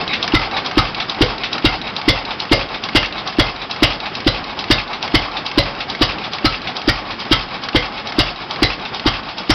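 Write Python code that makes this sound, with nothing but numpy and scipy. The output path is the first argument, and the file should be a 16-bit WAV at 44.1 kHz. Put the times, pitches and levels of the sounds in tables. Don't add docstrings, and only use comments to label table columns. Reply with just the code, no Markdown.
import sys
import numpy as np
from scipy import signal
from scipy.fft import rfft, irfft, next_fast_len
from scipy.io import wavfile

SR = 44100
rng = np.random.default_rng(int(sys.argv[2]) if len(sys.argv) > 2 else 0)


def linear_from_db(decibels):
    return 10 ** (np.asarray(decibels, float) / 20)


def output_pcm(signal):
    pcm = np.clip(np.atleast_2d(signal).T, -1, 1) * 32767
    wavfile.write(sys.argv[1], SR, np.round(pcm).astype(np.int16))


N = 420713

# time in seconds, charge level in dB, gas level in dB.
BEATS = [(-0.0972, 0.0, 0.0), (0.3376, 0.4, -4.5), (0.7732, 1.2, -3), (1.2093, 1.3, -0.9),
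         (1.6454, 0.2, 0.7), (2.0797, 0.8, 0.8), (2.515, 0.8, 0), (2.9507, -0.4, 2.5), (3.3867, 0.8, 1),
         (3.824, 0.6, 4), (4.2654, -0.3, -1.5), (4.703, 0.2, 2), (5.1417, -0.4, 0.4), (5.5766, 0.1, -0.8),
         (6.0122, -1.8, 0.2), (6.4459, -1.8, -1.4), (6.8781, -0.9, -1.3), (7.313, -0.5, 2),
         (7.7485, -1.1, -1.7), (8.185, -0.9, 0.7), (8.623, -0.9, 0.5), (9.0595, -1.7, -2.9),
         (9.4966, -0.5, 0.3)]
# start in seconds, frequency in Hz, level in dB,
# swell in seconds, fade in seconds. The first is the pop; the rest swing the other way.
PIPE_SWINGS = [(-.0007, 310, -2.6, .0038, .0052), (.0105, 300, -18, .001, .009),
               (.0138, 108, -12.5, .009, .013), (.0165, 183, -24, .008, .012),
               (.0512, 120, -27, .006, .009), (.0732, 110, -27, .01, .011), (.004, 43, -15.5, .011, .022),
               (.0538, 45, -24.5, .022, .022), (.0973, 45, -36, .02, .022), (.145, 42, -39, .018, .015),
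               (.195, 42, -40, .03, .03)]
# frequency in Hz, width in Hz, level in dB.
JET_MODES = [(538, 110, -2), (1340, 470, -6.5), (2078, 330, -3.5), (2800, 140, 2), (3275, 340, -1),
             (3790, 180, 1), (4790, 630, -1)]
# low tone in Hz, low tone in dB,
# middle tone in dB, high tone in Hz.
WHISTLES = [(1347, 1, 4, 3700), (1250, 4.5, -1.5, 3800), (460, 4.5, -5, 3100), (1410, -1.5, 1, 2770),
            (540, 0, 3, 3400), (560, 6.5, 3, 4800), (585, -3.5, 0, 2836), (591, -0.2, 2.5, 3300),
            (586, -2.3, -4.5, 2870), (536, -2, -6.5, 4000), (574, -5, 1.5, 3690), (674, -5, 1, 3010),
            (560, 4, -1, 4000), (1110, -5.5, -12, 2920), (1304, 2.2, -5, 4140), (1420, -2.5, -8.5, 1900),
            (1307, 1.5, -0.5, 3200), (483, -1, 3.3, 3140), (670, -2.5, -3.5, 2840), (460, -3.5, 1, 4000),
            (1170, -2, -6, 3200), (1350, -0.2, -11, 5400)]
# time the valve seats in seconds, seat level in dB, latch level in dB.
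VALVES = [(0.2274, 5.5, 11), (0.6616, 1.2, 6.5), (1.0963, 2, 8.5), (1.5304, 2, 5), (1.9645, 1, 6.5),
          (2.4012, 1, 7), (2.8381, 3, 1), (3.2749, 1.8, 4.5), (3.7111, 1, 1), (4.1523, 0.5, 6),
          (4.5907, 3.5, 5), (5.027, 1, 2), (5.4636, 1.5, 3), (5.8994, -0.5, 1), (6.334, 0.5, 4.5),
          (6.767, -0.5, 2.5), (7.2018, -2.5, -4), (7.6368, -2.5, -6), (8.072, -1.5, 0), (8.5097, -1, 2.5),
          (8.946, -4, 0), (9.3827, -1, 0.5)]
# level in dB, low edge in Hz, high edge in Hz, rattle in seconds, own ring in Hz.
CAM_KNOCKS = [(-19, 820, 4100, 0.016, 2500), (-16.5, 1800, 3300, 0.0062, 1300),
              (-21.5, 2500, 5000, 0.0057, 2620), (-17, 1700, 1800, 0.0031, 3270)]
CAM_DELAYS = (.078, .096, .108, .13)
# level in dB, low edge in Hz, high edge in Hz, rattle in seconds, own ring in Hz.
GEAR_CONTACTS = [
    (-15, 2600, 5400, 0.0055, 3900),
    (-25, 2100, 4950, 0.006, 3900),
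    (-20, 1600, 4500, 0.022, 3600),
    (-18, 1100, 5100, .005, 2200),
    (-23.5, 2400, 4000, 0.0084, 2900),
]
GEAR_DELAYS = (0, -.15, -.095, .05, .093)
# frequency in Hz, width in Hz, level in dB.
IRON_MODES = [(1270, 43, -8.5), (2241, 60, 1.5), (2678, 55, 0.5), (2960, 45, -7.5), (3340, 38, -10.5),
              (3690, 59, -7), (4280, 60, -6), (5060, 21, -8)]
# centre and half-length as shares of the cycle,
# breath level in dB, wheeze level in dB.
STROKES = [(0.032, 0.048, 7, 5.5), (.19, .15, 1, 1.6), (0.379, 0.059, -6, -17), (.52, 0.11, 0.6, -3.6),
           (.77, 0.068, 1.5, 2.5), (.92, .09, -3, -7.5)]
# frequency in Hz, width in Hz, level in dB.
INTAKE_MODES = [(762, 110, 0.5), (851, 90, 3), (1081, 150, 1.5), (1243, 50, -9.5)]
# frequency in Hz, width in Hz, level in dB.
WHEEZE_MODES = [(2223, 140, -5), (2500, 580, -1.5), (3250, 460, 1), (3810, 100, 2), (4500, 740, -2.5),
                (5162, 330, 2)]
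# frequency in Hz, width in Hz, level in dB.
SQUEAL_MODES = [(2212, 260, 3), (2430, 240, 2), (3820, 260, 2), (4120, 200, -6.5)]
# frequency in Hz, level in dB per Hz.
RUMBLE_SPECTRUM = [(15, -31), (30, -9.5), (70, -5), (208, 2), (507, -3.5), (1400, -5.5), (3000, -10),
                   (5820, -25)]
# time in seconds, nearness in dB.
NEARNESS = [(0.0, 4.5), (0.5, 3), (1.0, 1.4), (1.5, 1.2), (2.5, -0.1), (4.0, -0.27), (5.5, -0.2),
            (7.0, -0.5), (9.54, -1.1)]


def pipe():
    first = PIPE_SWINGS[0][0]
    swings = np.zeros(SR // 2)
    for k, (start, hz, db, swell, fading) in enumerate(PIPE_SWINGS):
        t = np.maximum(np.arange(SR // 2) / SR + first - start, 0)
        sign = 1 if k == 0 else -1
        swings += sign * linear_from_db(db) * np.sin(2 * np.pi * hz * t) * np.exp(-((t - swell) / fading) ** 2)
    return signal.oaconvolve(place(BEATS, 1, first), swings)[:N]


def blast():
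    gas = grit(0.46)
    tones = sum((-1) ** k * resonate(gas, [mode]) * flicker(1.5, 5) for k, mode in enumerate(JET_MODES))
    hiss = linear_from_db(-9) * band(rng.standard_normal(N), 400, 4000)
    jet = rms_one(tones + hiss) * flicker(2.2, 90)
    gust = fade(place(BEATS, 2, 0.003), 0.0037) / (0.0055 * SR)
    push = linear_from_db(-2.5) * fade(gust, 0.01) + linear_from_db(-18.5) * fade(gust, 0.045)
    leak = linear_from_db(-21) * fade(place(BEATS, 2, -0.002), 0.0074)
    return jet * (push + leak)


def beat_tones():
    lag_s, whistle_db = 0.0072, -21
    mouth_hz, mouth_spread_hz = 2093, 28
    out, t = np.zeros(N + SR), np.arange(SR // 8) / SR
    gust = (1 - np.exp(-t / 0.0035)) * np.exp(-t / 0.021)
    gases = rng.standard_normal((len(WHISTLES), len(t)))
    for (s, _, gas_db), whistle, gas in zip(BEATS[1:], WHISTLES, gases):
        low_hz, low_db, mid_db, high_hz = whistle
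        mid_hz = mouth_hz + mouth_spread_hz * gas[0]
        modes = [(low_hz, 50, low_db), (mid_hz, 60, mid_db), (high_hz, 110, 1.1 * gas_db + 2.5)]
        at = round((s + lag_s) * SR)
        for hz, width_hz, level_db in modes:
            tone = rms_one(resonate(gas * gust, [(hz, width_hz, 0)]))
            out[at:at + len(t)] += linear_from_db(whistle_db + level_db) * tone / 2
    return out[:N]


def contact(clicks, noise, db, low_hz, high_hz, rattle, ring_hz):
    touch = band(linear_from_db(db) * (4.5 * clicks + fade(clicks, rattle) * noise), low_hz, high_hz)
    return 1.77 * touch + resonate(touch, [(ring_hz, 160, 8)])


def valve_gear():
    noise = rng.standard_normal(N)
    beats, seats = np.array(BEATS)[:, :1], np.array(VALVES)
    play_db = 2.5 * noise[:4 * len(beats)].reshape(-1, 4)
    knocks = np.c_[beats, heard(beats, -0.31, 0.67) + play_db[:, :1]]
    parts = np.c_[seats, heard(seats[:, :1], -0.24, 1.3) + play_db[1:, 1:]]
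    cam = sum(contact(place(knocks, 1, s), noise, *row) for s, row in zip(CAM_DELAYS, CAM_KNOCKS))
    gear = sum(contact(place(parts, k + 1, s), noise, *GEAR_CONTACTS[k]) for k, s in enumerate(GEAR_DELAYS))
    bounce = contact(place(VALVES, 1, 0.014), noise, -29, 2500, 5400, 0.011, 2700)
    snap = linear_from_db(6) * band(place(VALVES, 1, -0.0003), 2400, 7000)
    touches = cam + gear + bounce + snap
    return touches + linear_from_db(3.5) * resonate(touches, IRON_MODES)


def strokes(share):
    still_air_db = -10.5
    power = linear_from_db(2 * still_air_db)
    for centre, half, breath_db, wheeze_db in STROKES:
        off = (share - centre + 0.5) % 1 - 0.5
        swell = linear_from_db([[breath_db], [wheeze_db]]) * np.exp(-(off / half) ** 4)
        power = power + swell ** 2
    return np.sqrt(power)


def intake_breath(t, air, breathing):
    breath = rms_one(sum(resonate(air, [mode]) * flicker(2.5, 8.1) for mode in INTAKE_MODES))
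    return breath * linear_from_db(heard(t, -30, 0.73)) * breathing * flicker(1.4, 30)


def wheeze(t, wheezing):
    rasp = grit(3.4)
    flutter = flicker(1.4, 40)
    singing = sum(resonate(rasp, [mode]) * flicker(2.2, 8) for mode in IRON_MODES)
    sound = rms_one(resonate(rasp, WHEEZE_MODES) + singing)
    return sound * linear_from_db(heard(t, -31.5, 0.69)) * wheezing * flutter


def valve_squeal(t, air, share):
    drawing = np.exp(-((share - 0.52) / 0.09) ** 4)
    squeal = rms_one(sum(resonate(resonate(air, [mode]), [mode]) for mode in SQUEAL_MODES))
    return squeal * drawing * linear_from_db(heard(t, -32.5, 2.42)) * flicker(1.2, 25)


def rumble(t):
    size = next_fast_len(N)
    hz = np.maximum(np.fft.rfftfreq(size, 1 / SR), 1)
    corner_hz, corner_db = np.transpose(RUMBLE_SPECTRUM)
    colour = linear_from_db(np.interp(np.log(hz), np.log(corner_hz), corner_db))
    noise = irfft(rfft(rng.standard_normal(size)) * colour, size)[:N]
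    return rms_one(noise) * linear_from_db(heard(t, -30.5, 0.9)) * flicker(1.5, 18)


def air_and_gears():
    t, air = np.arange(N) / SR, rng.standard_normal(N)
    beats = np.array(BEATS)[:, 0]
    turns = np.r_[beats, beats[-1] + np.diff(beats)[-1]]
    share = np.interp(t, turns, np.arange(len(turns))) % 1
    breathing, wheezing = strokes(share)
    moving_air = intake_breath(t, air, breathing) + wheeze(t, wheezing) + valve_squeal(t, air, share)
    return moving_air + rumble(t)


def workshop(x):
    t60_s, wall_cut_hz = 0.55, 3700
    size = next_fast_len(N + SR)
    angle = -2j * np.pi * np.arange(size // 2 + 1) / size
    dull = np.exp(-2 * np.pi * wall_cut_hz / SR)
    wall = (1 - dull) / (1 - dull * np.exp(angle))
    response = 0
    for k, lag in enumerate(rng.uniform(0.014, 0.05, 10)):
        loop = linear_from_db(-60 * lag / t60_s) * wall * np.exp(angle * round(lag * SR))
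        response = response + (-1) ** k * loop / (1 - loop)
    return irfft(rfft(x, size) * response, size)[:N]


def heard(s, db, share):
    return db + share * np.interp(s, *np.transpose(NEARNESS))


def place(rows, column, delay):
    rows, clicks = np.array(rows), np.zeros(N + SR)
    at = np.round((rows[:, 0] + delay) * SR).astype(int)
    clicks[at[at >= 0]] = linear_from_db(rows[at >= 0, column])
    return clicks[:N] + 1e-18


def rms_one(x):
    return x / np.sqrt(np.mean(x ** 2))


def resonate(x, modes):
    out = 0
    for k, (hz, width_hz, db) in enumerate(modes):
        r = np.exp(-np.pi * width_hz / SR)
        zeros = [(1 - r * r) / 2, 0, (r * r - 1) / 2]
        poles = [1, -2 * r * np.cos(2 * np.pi * hz / SR), r * r]
        out = out + (-1) ** k * linear_from_db(db) * signal.lfilter(zeros, poles, x)
    return out


def band(x, low_hz, high_hz):
    return signal.sosfilt(signal.butter(2, [low_hz, high_hz], "band", fs=SR, output="sos"), x)


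def fade(x, seconds):
    return signal.lfilter([1], [1, -np.exp(-1 / (seconds * SR))], x)


def flicker(spread_db, hz):
    smooth_s = 1 / (40 * np.pi * hz)
    slow = fade(fade(rng.standard_normal(N // 20 + 2001), smooth_s), smooth_s)[2000:]
    return np.interp(np.arange(N) / 20, np.arange(len(slow)), linear_from_db(spread_db * rms_one(slow)))


def grit(spread_db):
    grain_db = spread_db * np.minimum(rng.exponential(1, N), 3)
    return rms_one(rng.standard_normal(N) * linear_from_db(grain_db))


def scene():
    pops = pipe()
    hits = blast() + beat_tones() + valve_gear()
    echo = workshop(linear_from_db(-28) * band(pops, 100, 2000) + linear_from_db(-20) * hits)
    return (pops + hits + echo + air_and_gears())[None]


def roll_off(x):
    return signal.sosfilt(signal.butter(12, 15830, fs=SR, output="sos"), x)


def record(dry):
    pressed = dry / (1 + np.abs(dry / 0.76) ** 5) ** (1 / 5)
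    sag = linear_from_db(-27) * pressed + signal.sosfilt(signal.butter(8, 5250, fs=SR, output="sos"), pressed)
    cut = signal.sosfilt(signal.ellip(10, 0.5, 80, 6050, fs=SR, output="sos"), sag)
    top, knee = 0.71, 24
    flat = cut / (1 + np.abs(cut / top) ** knee) ** (1 / knee)
    return roll_off(flat)


dry = scene()
out = record(dry)
output_pcm(out)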